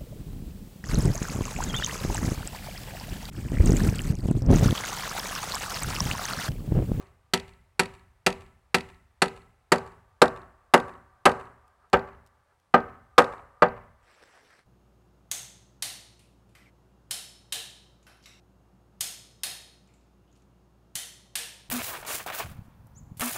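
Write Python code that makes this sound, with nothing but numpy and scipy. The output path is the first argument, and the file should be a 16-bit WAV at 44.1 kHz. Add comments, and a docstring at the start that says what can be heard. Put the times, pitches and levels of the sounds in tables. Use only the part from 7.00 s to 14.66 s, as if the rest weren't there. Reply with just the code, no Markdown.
"""A hammer drives a long nail into a rafter of an open timber frame, heard from the ground on a still winter day.
Over a faint bed of air (shaped noise), the ring of a blow struck before the start is heard first.
Each blow is a steel crack (click), a wooden knock (click), a rafter ring (decaying sines) and a low shudder (noise);
beams, ground and nearby walls send the same echoes back every time. Faint ticks (noise bursts) fall in between.
At the end cloth rustles faintly: grainy noise whose colour shifts."""
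import sys
import numpy as np
from scipy import signal
from scipy.fft import rfft, irfft
from scipy.io import wavfile
from scipy.ndimage import uniform_filter1d

SR = 44100
rng = np.random.default_rng(int(sys.argv[2]) if len(sys.argv) > 2 else 0)


def log_audio(samples):
    """Write samples as a 16-bit WAV file to the path given in sys.argv[1]."""
    # one column per channel
    frames = np.atleast_2d(samples).T
    # limit to full scale, then quantise
    limited = np.clip(frames, -1, 1)
    pcm = np.round(limited * 32767).astype(np.int16)
    wavfile.write(sys.argv[1], SR, pcm)


N = 337806
LEAD = SR // 2  # samples made before the start, so that an earlier blow can ring on


def gain_of(db):
    """Decibels to a factor."""
    return 10 ** (np.asarray(db) / 20)


def evened(x):
    """Scales to rms 1."""
    return x / np.sqrt(np.mean(x ** 2) + 1e-20)


def read(points, hz, index=1):
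    """Reads one column of a table over log frequency."""
    table = np.transpose(points)
    return np.interp(np.log(hz + 1), np.log(table[0] + 1), table[index])


def coloured(x, points):
    """Passes x through a spectrum."""
    hz = np.fft.rfftfreq(len(x), 1 / SR)
    return irfft(rfft(x) * gain_of(read(points, hz)), len(x))


def add(mix, s, sound):
    """Mixes a sound in at s seconds."""
    part = mix[LEAD + round(s * SR):][:len(sound)]
    part += sound[:len(part)]


def minimum_phase_click(points, size):
    """The click that a sharp impulse makes through a spectrum, nothing before its start."""
    hz = abs(np.fft.fftfreq(size, 1 / SR))
    log_gain = np.log(gain_of(read(points, hz)))
    click = np.fft.ifft(np.exp(np.conj(signal.hilbert(log_gain)))).real
    return click / np.linalg.norm(click) * np.sqrt(SR / 1000)  # its energy is that of 1 ms at level 1


def snap(points, wake_db, t60, size):
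    """Two rows: a bare click, and the same click with a short rough wake."""
    t = np.arange(size) / SR
    click = minimum_phase_click(points, size)
    roughness = gain_of(wake_db - 60 * t / t60) * rng.standard_normal(size)
    wake = signal.oaconvolve(roughness, click)[:size]
    return np.array([click, click + wake])


# Noise colour of the still air. Each row: frequency in Hz, relative density in dB per Hz.
AIR_COLOUR = [(12, -30.5), (20, -5), (86, 3), (285, -14), (780, -8), (897, -8), (2670, -20.5), (7110, -28),
              (8650, -26), (13200, -34.5), (16000, -38)]
AIR_DB = -71.5  # rms level


def still_air():
    """Outdoor air: steady noise, strongest in the lows."""
    return gain_of(AIR_DB) * evened(coloured(rng.standard_normal(N), AIR_COLOUR))


# Modes of the rafter. Each row: frequency in Hz, relative level in dB with the nail proud,
# relative level in dB with the nail sunk, decay to -60 dB in seconds.
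RAFTER_MODES = [(114, -24.5, -27, 0.9), (177.3, -4.5, -14, 0.27), (232.3, -13, -15, 0.25),
                (253.5, -14.5, -14, 0.18), (335, -11, -17, 0.13), (386.6, -0.5, -9, 0.2),
                (395, -13.5, -6.5, 0.095), (487.4, -9, -2.5, 0.15), (577, -15.5, -2, 0.27),
                (605, -18, -3, 0.096), (687, -14, -5, 0.077), (749.6, -11, -6, 0.22), (791, -11, -2, 0.11),
                (824, -14.5, -3, 0.13), (904, -10, -8, 0.19), (970, -10, -15.5, 0.2),
                (1106, -12.5, -8.5, 0.062), (1203, -7.5, 6.5, 0.066), (1321, -1.5, -9.5, .11),
                (1420, -17.5, -12.5, 0.042), (1474, -15, -13, 0.11), (1565, -19, -5.5, 0.21),
                (1708, -8, -12, 0.16), (1853, -10.5, -21, 0.13), (1971, -3.5, -16, 0.089),
                (2346, -17, -16, 0.077), (2690, -10, -21.5, 0.022)]


def rafter(sunk, build_s):
    """The rafter's modes; the deeper the nail, the more the head meets the wood and the higher modes speak."""
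    t = np.arange(SR // 3) / SR
    sunk = np.clip(sunk, 0, 1)
    ring = np.zeros(len(t))
    for hz, proud_db, sunk_db, t60 in RAFTER_MODES:
        mode_db = proud_db + sunk * (sunk_db - proud_db) + 0.5 * rng.standard_normal()
        ring += gain_of(mode_db - 60 * t / t60) * np.sin(2 * np.pi * (hz * t + rng.random()))
    drain = 0.5 + gain_of(-60 * t / 0.1)  # the joints quickly carry much of the motion off into the frame
    build_up = 1 - np.exp(-(t / build_s) ** 2)  # sound arrives from ever farther along the beam
    return ring * drain * build_up


# Dense wood modes, heard as one spectrum. Each row: frequency in Hz, relative level in dB.
KNOCK_COLOUR = [(90, -28), (180, -14), (500, -2), (1200, 0.5), (2000, -7.5), (3000, -17), (4200, -31.5),
                (7000, -47.5)]


def wooden_knock():
    """The wood's many close modes, struck together: a click with a rough wake."""
    return snap(KNOCK_COLOUR, -21.5, 0.032, size=4096)


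# Spectrum of steel on steel. Each row: frequency in Hz, relative level in dB.
CRACK_COLOUR = [(800, -23.5), (1500, -4), (2600, -3.5), (3400, -9.5), (4300, -5), (6000, -15.5),
                (8000, -13), (9600, -21.5), (11000, -15), (13000, -27.5), (16000, -35)]


def steel_crack(dull_hz):
    """The crack of head on nail, low-passed at a lower edge in softer contacts."""
    dulling = signal.butter(2, np.clip(dull_hz, 500, 20000), fs=SR)
    return signal.lfilter(*dulling, snap(CRACK_COLOUR, -14.5, 0.014, size=2048))


# Spectrum of the whole frame moving. Each row: frequency in Hz, relative level in dB.
SHUDDER_COLOUR = [(20, -16), (30, -7), (55, 2), (80, 3.5), (110, -4), (150, -13), (250, -46.5)]


def frame_shudder(rise_s, t60, size):
    """The frame shaken as a whole: low noise that swells over rise_s and dies away."""
    t = np.arange(size) / SR
    rumble = evened(coloured(rng.standard_normal(size), SHUDDER_COLOUR))
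    return rumble * (1 - np.exp(-t / rise_s)) * gain_of(-60 * t / t60)


# Single echoes off beams, ground and walls.
# Each row: delay in seconds, level of the crack's echo in dB, level of the knock's echo in dB.
ECHOES = [(.0033, 2.5, 2), (.0085, -5.5, 5), (0.0134, -15, -4), (.021, -23, -9.5), (.038, -19.5, -23),
          (0.06, -21, -48.5), (.142, -35.5, -33), (.153, -40, -26.5), (0.197, -44, -49), (.212, -58, -33),
          (.272, -66, -71)]


def echo_taps(column):
    """Direct sound and single echoes; rough faces smear the far ones."""
    taps = np.zeros(SR // 2)
    taps[0] = 1
    for echo in ECHOES:
        smear = min(max(echo[0] - 0.015, 0) * 6000, 260)  # samples, growing past 15 ms of delay
        face = np.hanning(3 + round(smear))[1:-1]
        face = face * rng.choice([-1.0, 1.0], len(face))
        taps[round(echo[0] * SR):][:len(face)] += gain_of(echo[column]) * face / np.linalg.norm(face)
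    return taps


# Scattered sound. Each row: frequency in Hz, level among the beams in dB, its decay to -60 dB in seconds,
# level in the yard in dB, its decay to -60 dB in seconds, level from far trees in dB.
SCATTER = [(100, -5, 0.47, -24.5, 0.72, -45), (298, 0, 0.27, -18.5, 0.37, -51),
           (915, -0.5, 0.087, -14, 0.4, -35.5), (2020, -2, 0.12, -14.5, 0.41, -39),
           (3200, 2, 0.081, -22.5, 0.42, -53), (4700, -1.5, 0.053, -22, 0.28, -58),
           (10000, 0, 0.091, -27, 0.58, -66.5), (15000, -6.5, 0.046, -34, .2, -71)]
FAR_DELAY_S, FAR_SPREAD_S, FAR_DB = 0.585, 0.03, -52  # a late, soft answer from far off


def scattered():
    """Sound scattered among the beams, in the yard and from far trees: noise decaying band by band."""
    hz, t, z = signal.stft(rng.standard_normal(SR), SR, nperseg=128)
    near_db, near_t60, yard_db, yard_t60, far_db = (read(SCATTER, hz, index=k)[:, None] for k in range(1, 6))
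    wall = 1 + 0.66 * (t > 0.138)  # a distant wall lifts the yard's answer as its echo arrives
    level = gain_of(near_db - 60 * t / near_t60)
    level += wall * gain_of(yard_db - 60 * t / yard_t60)
    level += gain_of(far_db - 60 * t / 1.6)
    late = np.exp(-((t - FAR_DELAY_S) / FAR_SPREAD_S) ** 2)
    late_colour = np.exp(-np.log((hz[:, None] + 1) / 1100) ** 2)
    level += gain_of(FAR_DB) * late * late_colour
    onset = 1 - np.exp(-np.arange(SR) / SR / 0.0031)
    return signal.istft(z * level, SR, nperseg=128)[1][:SR] * onset


# The hammer blows. Each row: time of the crack in seconds, gain of the rafter's modes in dB,
# level of the steel crack in dB over 1 ms, how far the nail is sunk from 0 to 1, build-up of the wood in seconds.
BLOWS = [(-.130, -20, -19.5, 0.52, 0.0014), (0.3366, -21.5, -18, 0, 0.0023),
         (0.7949, -19.5, -17.5, 0, 0.0032), (1.2644, -17, -17, .17, 0.0046),
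         (1.7451, -18.5, -17.5, 0.16, .0023), (2.2197, -16, -17, 0.29, .004),
         (2.7200, -12, -17.5, 0.46, 0.0032), (3.2183, -10.5, -18.5, 0.76, 0.0035),
         (3.7385, -9.5, -17.5, 0.74, .0045), (4.2550, -9, -16, 0.79, .0067),
         (4.9310, -9.5, -25, 0.72, 0.0085), (5.7414, -10.5, -27.5, 0.85, 0.0027),
         (6.1811, -11.5, -16, 1, 0.0038), (6.6227, -9.5, -29, 0.78, 0.003)]
# a crack below full level is duller: dB of edge frequency per dB lost
FULL_CRACK_DB, CRISP_HZ, DULLING = -19.5, 11900, 0.87
# knock over ring, gain as the nail sinks, share of the crack's loss
KNOCK_DB, KNOCK_SUNK_DB, KNOCK_SHARE = -6.5, 9.0, 0.67
# the longer the wood takes to build up, the heavier the thud
SHUDDER_DB, THUD_DB, THUD_DB_PER_S = -47.5, -65, 3999


def hammering():
    """All blows; the rafter starts just before the crack, as sound runs faster along the beam than through air."""
    cracks, knocks, beam, low, spread = np.zeros((5, N + LEAD))
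    for s, ring_db, crack_db, sunk, build_s in BLOWS:
        loss_db = min(crack_db - FULL_CRACK_DB, 0)
        knock_db = ring_db + KNOCK_DB + KNOCK_SUNK_DB * sunk ** 2 + KNOCK_SHARE * loss_db
        bare_knock, knock = gain_of(knock_db) * wooden_knock()
        bare_crack, crack = gain_of(crack_db) * steel_crack(CRISP_HZ * gain_of(DULLING * loss_db))
        add(beam, s - 0.002, gain_of(ring_db) * rafter(sunk, build_s))
        add(knocks, s - 0.0035 + 0.8 * build_s, knock)
        add(cracks, s, crack)
        # the bare clicks feed the scattered tail, keeping its colour even
        add(spread, s, gain_of(-19) * bare_knock)
        add(spread, s, gain_of(-22) * bare_crack)
        add(low, s, gain_of(SHUDDER_DB) * frame_shudder(0.01, 1.2, size=SR))
        thud_db = THUD_DB + THUD_DB_PER_S * build_s
        add(low, s, gain_of(thud_db) * frame_shudder(0.004, 0.18, size=SR // 4))
    # crack and knock get single echoes; the rafter's ring has its early echoes within its mode levels
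    echoed = signal.fftconvolve(cracks, echo_taps(column=1))
    echoed += signal.fftconvolve(knocks, echo_taps(column=2))
    # a little of the rafter's ring joins the clicks in the scattered tail
    diffuse = signal.fftconvolve(spread + gain_of(-35) * beam, scattered())
    return (beam + low + echoed[:N + LEAD] + diffuse[:N + LEAD])[LEAD:]


# Faint ticks. Each row: start in seconds, level in dB before the band filter.
TICKS = [(4.6794, -60), (4.8996, -59), (5.2636, -54), (5.273, -56), (5.599, -65), (7.5074, -61.5)]


def ticks():
    """Faint dry ticks: band-passed noise that dies within milliseconds."""
    out = np.zeros(N + LEAD)
    t = np.arange(600) / SR
    band = signal.butter(1, (1900, 9100), "bandpass", fs=SR)  # Hz
    for s, db in TICKS:
        add(out, s, gain_of(db - 60 * t / 0.017) * signal.lfilter(*band, rng.standard_normal(600)))
    return out[LEAD:]


# Noise colour of rubbing cloth. 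Each row: frequency in Hz, relative density in dB per Hz.
CLOTH_COLOUR = [(88, -40), (150, -11.5), (515, -0.5), (972, -5), (1730, 0), (3470, -12.5), (5720, -12.5),
                (6810, -23.5), (7790, -16.5), (15000, -36)]
# faded in by the first time, peaks, fades out from the last; the fade-in takes twice the edge
RUSTLE_S, RUSTLE_TOP_S, RUSTLE_END_S, RUSTLE_EDGE_S = 7.08, 7.32, 7.6, 0.061
RUSTLE_DB, RUSTLE_SAG_DB, RUSTLE_PATCHY_DB = -58.5, -3, 2.5  # at the peak, lower towards both ends, uneven


def rustle():
    """Cloth: hiss with small uneven grains, its colour shifting as folds rub."""
    t = np.arange(N) / SR
    times = [RUSTLE_S, RUSTLE_TOP_S, RUSTLE_END_S]
    arch_db = RUSTLE_DB + np.interp(t, times, [RUSTLE_SAG_DB, 0, RUSTLE_SAG_DB])
    nearest_edge = np.minimum((t - RUSTLE_S) / 2, RUSTLE_END_S - t)
    edges = np.clip(nearest_edge / RUSTLE_EDGE_S + 1, 0, 1) ** 2
    sparks = gain_of(3 * rng.exponential(1, N)) * (rng.random(N) < 200 / SR)  # about 200 per second
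    grains = 1 + 0.25 * uniform_filter1d(sparks, size=100) * 100  # each lasts 100 samples
    z = signal.stft(coloured(rng.standard_normal(N) * grains, CLOTH_COLOUR), nperseg=256)[2]
    folds = uniform_filter1d(rng.standard_normal(z.shape), size=8, axis=0)
    folds = evened(uniform_filter1d(folds, size=12, axis=1))
    hiss = signal.istft(z * gain_of(RUSTLE_PATCHY_DB * folds), nperseg=256)[1][:N]
    return evened(hiss) * gain_of(arch_db) * edges


def scene():
    """The still air, the blows and the small sounds."""
    return (still_air() + hammering() + ticks() + rustle())[None]


EDGE_HZ = 16300  # upper band limit


def record(dry):
    """An input that clips peaks beyond full scale; then the band limit."""
    clipped = np.clip(dry, -1, 1)
    low_pass = signal.firwin(255, EDGE_HZ, window=("kaiser", 9), fs=SR)
    return signal.oaconvolve(clipped, low_pass[None], "same")


dry = scene()
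out = record(dry)
log_audio(out)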